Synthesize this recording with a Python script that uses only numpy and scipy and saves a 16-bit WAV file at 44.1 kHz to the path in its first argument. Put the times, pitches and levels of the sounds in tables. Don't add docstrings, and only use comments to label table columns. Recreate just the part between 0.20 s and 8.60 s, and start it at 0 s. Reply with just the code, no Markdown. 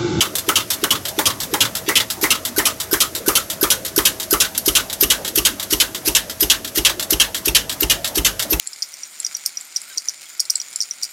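import sys
import numpy as np
from scipy import signal
from scipy.fft import rfft, irfft, next_fast_len
from scipy.io import wavfile

SR = 44100
rng = np.random.default_rng(int(sys.argv[2]) if len(sys.argv) > 2 else 0)


def generate_wav(signal):
    frames = np.transpose(np.atleast_2d(signal))
    scaled = np.clip(frames, -1, 1) * 32767
    pcm = np.round(scaled).astype(np.int16)
    wavfile.write(sys.argv[1], SR, pcm)


N = 370440
CUTOFF_HZ = 16000
RING_T_S = np.arange(16384) / SR

# freq_hz, level_db
SCRAPE_SPECTRUM = [(700, -35), (1500, -7), (2200, -10.5), (3400, -4.5), (4900, 1), (6000, 2), (8200, -2.5),
                   (10500, 1.5), (12300, 7.5), (14000, -8), (15800, -16)]
# freq_hz, relative level_db
CUT_SPECTRUM = [(600, -9), (1300, -31), (2000, -0.5), (2450, -5.5), (2950, 0.5), (3800, 1.5), (4800, -8),
                (5600, 6), (7000, -3.5), (9300, -0.5), (12200, 0), (14000, -4), (15800, -9)]
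# freq_hz, relative level_db
CLACK_SPECTRUM = [(700, -13), (1500, -16), (2300, 0), (2850, 7.5), (3400, 5), (4600, -2), (6600, -3.5),
                  (9200, -12.5), (11000, -9), (12600, -11.5), (14000, -16), (15800, -32)]
# freq_hz, relative level_db
RETURN_SPECTRUM = [(900, -10), (1900, -0.5), (2450, -5), (3400, 6), (4200, 2.5), (6600, -2.5), (8000, -2),
                   (9200, -8.5), (11000, -5.5), (12700, -3.5), (15800, -18)]
# freq_hz, relative level_db
COVER_SPECTRUM = [(300, -9.5), (420, -6.5), (560, -2.5), (710, -14), (860, -1.5), (1060, -1), (1300, -0.5),
                  (1600, -4.5), (2050, -2.5), (2700, -12.5), (5000, -11.5)]
# freq_hz, relative level_db
CABINET_SPECTRUM = [(60, -20), (120, -10), (220, -11), (310, 2.5), (400, 0.5), (520, -11.5), (700, -14),
                    (1500, -35)]
# freq_hz, relative level_db
STOP_SHUDDER_SPECTRUM = [(55, -12), (85, -2), (115, 7.5), (165, -3), (230, 0.5), (310, 2), (420, -6.5),
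                         (560, 0), (750, -20), (1500, -26)]
# freq_hz, relative level_db
TURN_SHUDDER_SPECTRUM = [(55, -5), (85, -2.5), (120, -5), (170, -9.5), (240, -0.5), (400, -1.5), (570, -15),
                         (900, -12)]
# freq_hz, relative density_db
HALL_SPECTRUM = [(25, -26), (50, -7.5), (100, -0.5), (170, -3), (300, 3), (450, -2), (600, 1), (800, -7),
                 (1300, -11), (2200, -15.5), (4300, -17.5), (6000, -13), (8500, -19), (12000, -13),
                 (15800, -30)]
# freq_hz, mean rms level_db
HUM_LINES = [(86.5, -53), (100, -59), (193, -52.5), (391, -77), (646, -47.5)]

# freq_hz, relative level_db, t60_s
THUMP_RING = [(308, 3, 0.022), (347, 7.5, 0.05), (381, 9, 0.048)]
# freq_hz, relative level_db, t60_s
FRAME_RING = [(48.1, -5.5, 0.68), (56, 5, 0.28), (72, -29, .14), (112.5, -12, 0.41), (164.6, -11, 0.49)]
# freq_hz, relative level_db, t60_s
SQUEAL_RING = [(12857, 0, .12), (12790, -8, .05), (5066, -9, .09), (13700, -11, .1)]
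# freq_hz, relative level_db, t60_s
SQUEAK_RING = [(1510, 12, 0.063), (1580, -19, .04)]

# time_s, cabinet_shudder_db, hall_noise_db
POSITION_CURVE = [(0, -38, -34.5), (1.2, -28, -35), (2.4, -38, -36), (3.8, -36, -36), (5, -39, -35),
                  (6.2, -45.5, -36), (7, -35.5, -37), (8.4, -35.5, -34.5)]
# time_s, treble_db, clack_db, frame_boom_db
APPROACH_CURVE = [(0, -1.5, -12.5, -61), (1.1, 2.5, -12, -60), (1.8, -2.5, -11, -48), (2.5, 6, -13, -43.5),
                  (3.4, 7.5, -11, -41.5), (4.4, 3, -10.5, -35.5), (5.8, 2.5, -10.5, -37),
                  (6.7, -1, -9.5, -33), (8.4, 2.5, -10.5, -27.5)]
# time_s, level_db, centre of ring_hz
COVER_CURVE = [(0.3, -19.5, 1350), (0.64, -24, 1490), (1.0, -20, 885), (1.34, -21.5, 846), (1.7, -20, 2080),
               (2.04, -18.5, 2070), (2.74, -23, 1630), (3.1, -22, 1220), (4.13, -22.5, 1250),
               (4.5, -31.5, 1280), (6.2, -36, 834), (8.4, -32, 830)]
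# time_s, scrape_db, thump_db, cut_db
LOAD_CURVE = [(0.3, -33, -22.5, -18), (1.3, -36, -24, -22), (2.0, -18.5, -22, -23), (3.0, -21, -16, -19.5),
              (4.1, -21, -16.5, -19.5), (4.9, -16.5, -20, -15.5), (6.2, -16.5, -23, -21),
              (7.2, -19, -23, -18.5), (8.3, -19.5, -22, -19.5)]
# time_s, level_db, brightness_db
BACK_STROKE_CURVE = [(0.15, -20.5, 12), (0.5, -18, 7), (0.85, -25.5, 3), (1.9, -21.5, 8), (3.9, -24.5, 7.5),
                     (4.4, -30.5, 0), (5.1, -25, 2), (6.4, -28.5, 3), (6.8, -23.5, 4), (8.2, -21, 1)]
# time_s, after_clack_db, after_return_db
LOOSENESS_CURVE = [(0.3, -17.5, -11.5), (1.2, -13, -14.5), (1.8, -8.5, -25), (2.3, -20, -21.5),
                   (3.8, -28, -19.5), (4.3, -12, -14), (5.3, -26, -11), (6.1, -26, -33),
                   (6.7, -10.5, -11.5), (7.3, -23, -19), (8.4, -34, -9.5)]
# time_s, blade_at_cut_hz, blade_at_stop_hz, covers_after_clack_hz
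RING_CURVE = [(0.3, 3040, 3040, 1260), (1.1, 3250, 3240, 1130), (1.75, 2670, 3250, 1870),
              (2.1, 2600, 3000, 1330), (2.45, 3160, 4330, 1240), (3.15, 2880, 4300, 1300),
              (3.5, 3320, 2800, 1490), (4.2, 3150, 3770, 1480), (4.9, 2770, 3400, 1540),
              (6.2, 2800, 3700, 1700), (6.7, 2950, 2780, 1750), (8.4, 2770, 2900, 1600)]
# time_s, squeal_db, scrape_brightness_db
FRICTION_CURVE = [(0.3, -46, -11), (1.65, -43, -27), (2.1, -33, -1), (3.0, -27, 3), (4.4, -20, 0),
                  (5.0, -15, -6), (5.5, -35, -5), (6.0, -19, -4), (6.9, -22, -10), (7.8, -22, -6),
                  (8.3, -20, -1)]
# time_s, level_db
TICK_EVENTS = [(3.7618, -5.5), (4.1082, -5.5), (4.377, -3), (4.461, -7), (4.808, -4.5), (5.157, -2),
               (6.206, -4), (6.9057, -2), (7.2576, -5), (7.6066, -15)]
# time_s, shift as a share
THUMP_SHIFT_CURVE = [(0, 0.012), (4.0, -0.0047), (8.4, -0.045)]

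FIRST_CLACK_S, STROKE_S = 0.0063, 0.3496
SLIDE_S, PUSH_S, CUT_S, RETURN_S = -0.0915, -0.0752, -0.068, 0.1466
CLACK_BOUNCE_S, RETURN_BOUNCE_S = 0.046, 0.030
SQUEAKING_S, TICKING_S, GRAZING_S = (2.2, 4.3), (2, 7), (4, 8.4)
STROKE_SPREAD_DB, RING_SPREAD = 0.5, 0.031
SCRAPE_SWING_DB, SQUEAL_SWING_DB = -0.4, 4
CLACK_BRIGHT_DB, TICK_BRIGHT_DB = 8.5, 6
CLACK_BOUNCE_BRIGHT_DB, RETURN_BOUNCE_BRIGHT_DB = -4.5, 8.5


def from_db(db):
    return 10 ** (np.asarray(db) / 20)


def at_level(x, db, count):
    return x * from_db(db) / np.sqrt(np.mean(x[:count] ** 2) + 1e-20)


def add(out, s, x):
    i = int(np.clip(round(s * SR), 0, N))
    out[i:i + len(x)] += x[:N - i]


def dying(t60_s):
    return np.exp(-np.log(1000) * RING_T_S / max(t60_s, 1e-3))


def coloured(x, points, bright_db=0, peak_hz=1000, peak_db=0):
    size = next_fast_len(len(x) // 2 + 1) * 2
    log_hz = np.log(np.maximum(np.fft.rfftfreq(size, 1 / SR), 1))
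    hz, db = np.transpose(points)
    body_db = np.interp(log_hz, np.log(hz), db)
    skirt_db = 18 * np.minimum(log_hz - np.log(hz[0]), 0)
    tilt = np.interp(log_hz, np.log([3000, 10000]), [-.5, .5])
    resonance_db = peak_db / (1 + ((log_hz - np.log(peak_hz)) / 0.1) ** 2)
    gain = from_db(body_db + skirt_db + bright_db * tilt + resonance_db)
    cepstrum = irfft(np.log(gain))
    cepstrum[1:size // 2] *= 2
    cepstrum[size // 2 + 1:] = 0
    return irfft(rfft(x, size) * np.exp(rfft(cepstrum)))[:len(x)]


def strokes(place_s, span_s=(0, N / SR)):
    s = np.arange(FIRST_CLACK_S, N / SR + STROKE_S, STROKE_S) + place_s
    return s[(s >= span_s[0]) & (s < span_s[1])]


def along(curve, s):
    when, *columns = np.transpose(curve)
    return [np.interp(s, when, column) for column in columns]


def hits(s, db, *columns):
    level_db = db + STROKE_SPREAD_DB * rng.standard_normal(len(s))
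    return np.column_stack(np.broadcast_arrays(s, level_db, *columns))


def ring_pitches(hz, s):
    return hz * np.exp(RING_SPREAD * rng.standard_normal(len(s)))


def alternation(s):
    return 1 - 2 * (np.round((s - FIRST_CLACK_S) / STROKE_S) % 2)


def excite(body, force):
    return signal.fftconvolve(force, body)[:len(RING_T_S)]


def modes(table, detune=0):
    return sum(from_db(db) * dying(t60_s) * np.sin(2 * np.pi * hz * (1 + detune) * RING_T_S)
               for hz, db, t60_s in table)


def steel_plate(fixed_modes, likeness):
    likeness = np.clip(likeness, 0, 1)
    return np.sqrt(likeness) * fixed_modes + np.sqrt(1 - likeness) * rng.standard_normal(len(RING_T_S))


def chatter(count, length_s, last_db):
    when = (np.arange(count) + rng.uniform(-.5, .5, count)) / (count - 1)
    when[0] = 0
    size = from_db(last_db * when + rng.normal(0, 2.5, count))
    size[0] = 1.6
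    force = np.zeros(len(RING_T_S))
    np.add.at(force, (when * abs(length_s) * SR).astype(int), size * rng.choice([-1, 1], count))
    return force


def blows(rows, colour, chatter_s, last_db, ring_t60, tail_db, tail_t60, gain_db, likeness, count, size,
          peak_db=0):
    out, fixed_modes = np.zeros(N), rng.standard_normal(len(RING_T_S))
    spread = 1 - np.exp(-RING_T_S / 0.00079)
    decay = spread * np.hypot(dying(ring_t60), from_db(tail_db) * dying(tail_t60))
    for s, db, bright_db, *ring_hz in rows:
        hit = excite(steel_plate(fixed_modes, likeness) * decay, chatter(count, chatter_s, last_db))
        hit = coloured(hit, colour, bright_db, *ring_hz, peak_db=peak_db)
        add(out, s, at_level(hit, db + gain_db, size))
    return out


def panels(rows, colour, swell_s, t60, gain_db, likeness, size, peak_db=0):
    out, fixed_modes = np.zeros(N), rng.standard_normal(len(RING_T_S))
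    swell = (1 - np.exp(-(RING_T_S / swell_s) ** 2)) * dying(t60)
    for s, db, *ring_hz in rows:
        ring = coloured(steel_plate(fixed_modes, likeness) * swell, colour, 0, *ring_hz, peak_db=peak_db)
        add(out, s, at_level(ring, db + gain_db, size))
    return out


def friction_tone(rows, table, rub_s, gain_db):
    out = np.zeros(N)
    for s, db in rows:
        body = modes(table, rng.normal(0, .003))
        rub = rng.standard_normal(len(RING_T_S)) * np.exp(-(RING_T_S / rub_s) ** 4)
        add(out, s, at_level(excite(body, rub), db + gain_db, count=1100))
    return out


def wavering(x, waver_db):
    edges_hz = np.geomspace(130, 1300, 9)
    knots, out = np.linspace(0, N, 110), x.copy()
    for low, high in zip(edges_hz, edges_hz[1:]):
        band = signal.sosfiltfilt(signal.butter(2, [low, high], "band", fs=SR, output="sos"), x)
        swell = np.interp(np.arange(N), knots, rng.standard_normal(len(knots)))
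        out += band * (from_db(waver_db * (swell - .5)) - 1)
    return out


def motor(waver_db):
    t, out = np.arange(N) / SR, np.zeros(N)
    knots = np.linspace(0, t[-1], 60)
    for hz, db in HUM_LINES:
        level = np.interp(t, knots, rng.standard_normal(len(knots)))
        phase = np.interp(t, knots, rng.standard_normal(len(knots)))
        out += from_db(db + waver_db * level) * np.sqrt(2) * np.sin(2 * np.pi * hz * t + .5 * phase)
    return out


def hall():
    noise = wavering(coloured(rng.standard_normal(N), HALL_SPECTRUM), waver_db=5.0)
    return at_level(noise, along(POSITION_CURVE, np.arange(N) / SR)[1], N)


def clack():
    s = strokes(0)
    treble_db, clack_db, _ = along(APPROACH_CURVE, s)
    rows = hits(s, clack_db, CLACK_BRIGHT_DB + treble_db, ring_pitches(along(RING_CURVE, s)[1], s))
    return blows(rows, CLACK_SPECTRUM, chatter_s=.018, last_db=-1, ring_t60=0.055, tail_db=-13.5,
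                 tail_t60=0.19, gain_db=0.72, likeness=.2, count=7, size=1323, peak_db=2)


def housing():
    clack_s, back_s, cut_s = strokes(0), strokes(RETURN_S), strokes(CUT_S)
    clack_hz = ring_pitches(along(RING_CURVE, clack_s)[2], clack_s)
    cover_db, cover_hz = along(COVER_CURVE, cut_s)
    after_clack = panels(hits(clack_s, 0, clack_hz), COVER_SPECTRUM, swell_s=0.015, t60=0.19,
                         gain_db=-25, likeness=0.26, size=1984, peak_db=12.5)
    after_return = panels(hits(back_s, along(BACK_STROKE_CURVE, back_s)[0]), COVER_SPECTRUM,
                          swell_s=0.0015, t60=0.54, gain_db=-14, likeness=0.3, size=1984)
    after_cut = panels(hits(cut_s, cover_db, cover_hz), COVER_SPECTRUM, swell_s=0.0028, t60=0.17,
                       gain_db=2.5, likeness=0.033, size=1764, peak_db=9.5)
    return after_clack + after_return + after_cut


def shudder():
    stop_s, turn_s = strokes(0), strokes(RETURN_S)
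    stop = panels(hits(stop_s, along(POSITION_CURVE, stop_s)[0]), STOP_SHUDDER_SPECTRUM,
                  swell_s=0.0023, t60=0.39, gain_db=0.0, likeness=0.71, size=2205)
    turn = panels(hits(turn_s, along(POSITION_CURVE, turn_s)[0]), TURN_SHUDDER_SPECTRUM,
                  swell_s=0.058, t60=0.11, gain_db=-4.5, likeness=0.77, size=2205)
    return stop + turn


def rattle():
    dull_s, bright_s = strokes(CLACK_BOUNCE_S), strokes(RETURN_S + RETURN_BOUNCE_S)
    dull = hits(dull_s, along(LOOSENESS_CURVE, dull_s)[0], CLACK_BOUNCE_BRIGHT_DB)
    bright = hits(bright_s, along(LOOSENESS_CURVE, bright_s)[1], RETURN_BOUNCE_BRIGHT_DB)
    return blows(np.vstack([dull, bright]), RETURN_SPECTRUM, chatter_s=0.0041, last_db=-13, ring_t60=0.025,
                 tail_db=6, tail_t60=0.096, gain_db=-10.0, likeness=0.45, count=3, size=882)


def clatter():
    s = strokes(CLACK_BOUNCE_S)
    rows = hits(s, along(LOOSENESS_CURVE, s)[0], ring_pitches(along(RING_CURVE, s)[2], s))
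    return panels(rows, COVER_SPECTRUM, swell_s=0.002, t60=0.13, gain_db=-14.5, likeness=0.18, size=1100,
                  peak_db=4)


def return_knock():
    s = strokes(RETURN_S)
    return blows(hits(s, *along(BACK_STROKE_CURVE, s)), RETURN_SPECTRUM, chatter_s=0.022, last_db=-6.5,
                 ring_t60=0.066, tail_db=-4.0, tail_t60=0.084, gain_db=1.5, likeness=0.27, count=4, size=1323)


def slides(s):
    scrape_db = along(LOAD_CURVE, s)[0] + SCRAPE_SWING_DB * alternation(s)
    return hits(s, scrape_db, along(FRICTION_CURVE, s)[1])


def scrape():
    return blows(slides(strokes(SLIDE_S)), SCRAPE_SPECTRUM, chatter_s=0.02, last_db=9, ring_t60=0.025,
                 tail_db=-18.5, tail_t60=0.3, gain_db=-3.5, likeness=0.22, count=9, size=800)


def squeal():
    s = strokes(SLIDE_S)
    rows = hits(s, along(FRICTION_CURVE, s)[0] + SQUEAL_SWING_DB * alternation(s))
    return friction_tone(rows, SQUEAL_RING, rub_s=0.0077, gain_db=0.5)


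def push(push_s, heave_s, boom_db, boom_lag_s):
    out, when = np.zeros(N), strokes(PUSH_S)
    for s, db, frame_db in hits(when, along(LOAD_CURVE, when)[1], along(APPROACH_CURVE, when)[2]):
        detune = along(THUMP_SHIFT_CURVE, s)[0] + rng.normal(0, 0.022)
        thump = modes(THUMP_RING, detune) * (1 - np.exp(-(RING_T_S / push_s) ** 2))
        boom = modes(FRAME_RING, rng.normal(0, 0.0035)) * (1 - np.exp(-(RING_T_S / heave_s) ** 2))
        add(out, s, at_level(thump, db, count=882))
        add(out, s + boom_lag_s, at_level(boom, frame_db + boom_db, count=4410))
    rumble = panels(hits(when, 0), CABINET_SPECTRUM, swell_s=0.0081, t60=0.22, gain_db=-28, likeness=1.0,
                    size=2205)
    return out + rumble


def cut():
    s = strokes(CUT_S)
    ring_hz = ring_pitches(along(RING_CURVE, s)[0], s)
    rows = hits(s, along(LOAD_CURVE, s)[2], along(APPROACH_CURVE, s)[0], ring_hz)
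    return blows(rows, CUT_SPECTRUM, chatter_s=.006, last_db=-29, ring_t60=0.053, tail_db=-25, tail_t60=0.3,
                 gain_db=1.5, likeness=0.39, count=4, size=1323, peak_db=13.0)


def bite():
    s = strokes(PUSH_S, TICKING_S)
    return blows(hits(s, along(LOAD_CURVE, s)[1], 0), SCRAPE_SPECTRUM, chatter_s=.003, last_db=18,
                 ring_t60=0.011, tail_db=-30, tail_t60=0.58, gain_db=3.5, likeness=0.12, count=2, size=350)


def squeak():
    rows = hits(strokes(SLIDE_S, SQUEAKING_S), 0)
    return friction_tone(rows, SQUEAK_RING, rub_s=0.019, gain_db=-30.5)


def sharp_ticks():
    rows = [(s, db, TICK_BRIGHT_DB) for s, db in TICK_EVENTS]
    return blows(rows, SCRAPE_SPECTRUM, chatter_s=.003, last_db=-3, ring_t60=0.022, tail_db=-21,
                 tail_t60=0.18, gain_db=-9, likeness=0.19, count=2, size=300)


def graze():
    rows = slides(strokes(SLIDE_S - .0105, GRAZING_S))
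    return blows(rows, SCRAPE_SPECTRUM, chatter_s=0.01, last_db=18.5, ring_t60=0.041, tail_db=-41,
                 tail_t60=0.087, gain_db=-10, likeness=0.26, count=6, size=440)


def scene():
    background = motor(waver_db=-0.2) + hall()
    stop_and_return = clack() + housing() + shudder() + rattle() + clatter() + return_knock()
    shove = push(push_s=0.0028, heave_s=0.014, boom_db=2.0, boom_lag_s=0.0074)
    forward = scrape() + squeal() + shove + cut()
    occasional = bite() + squeak() + sharp_ticks() + graze()
    return (background + stop_and_return + forward + occasional)[None]


def record(dry):
    top = 0.97
    steep = signal.ellip(14, .1, 100, CUTOFF_HZ, fs=SR, output="sos")
    return signal.sosfilt(steep, top * np.tanh(dry / top))


dry = scene()
out = record(dry)
generate_wav(out)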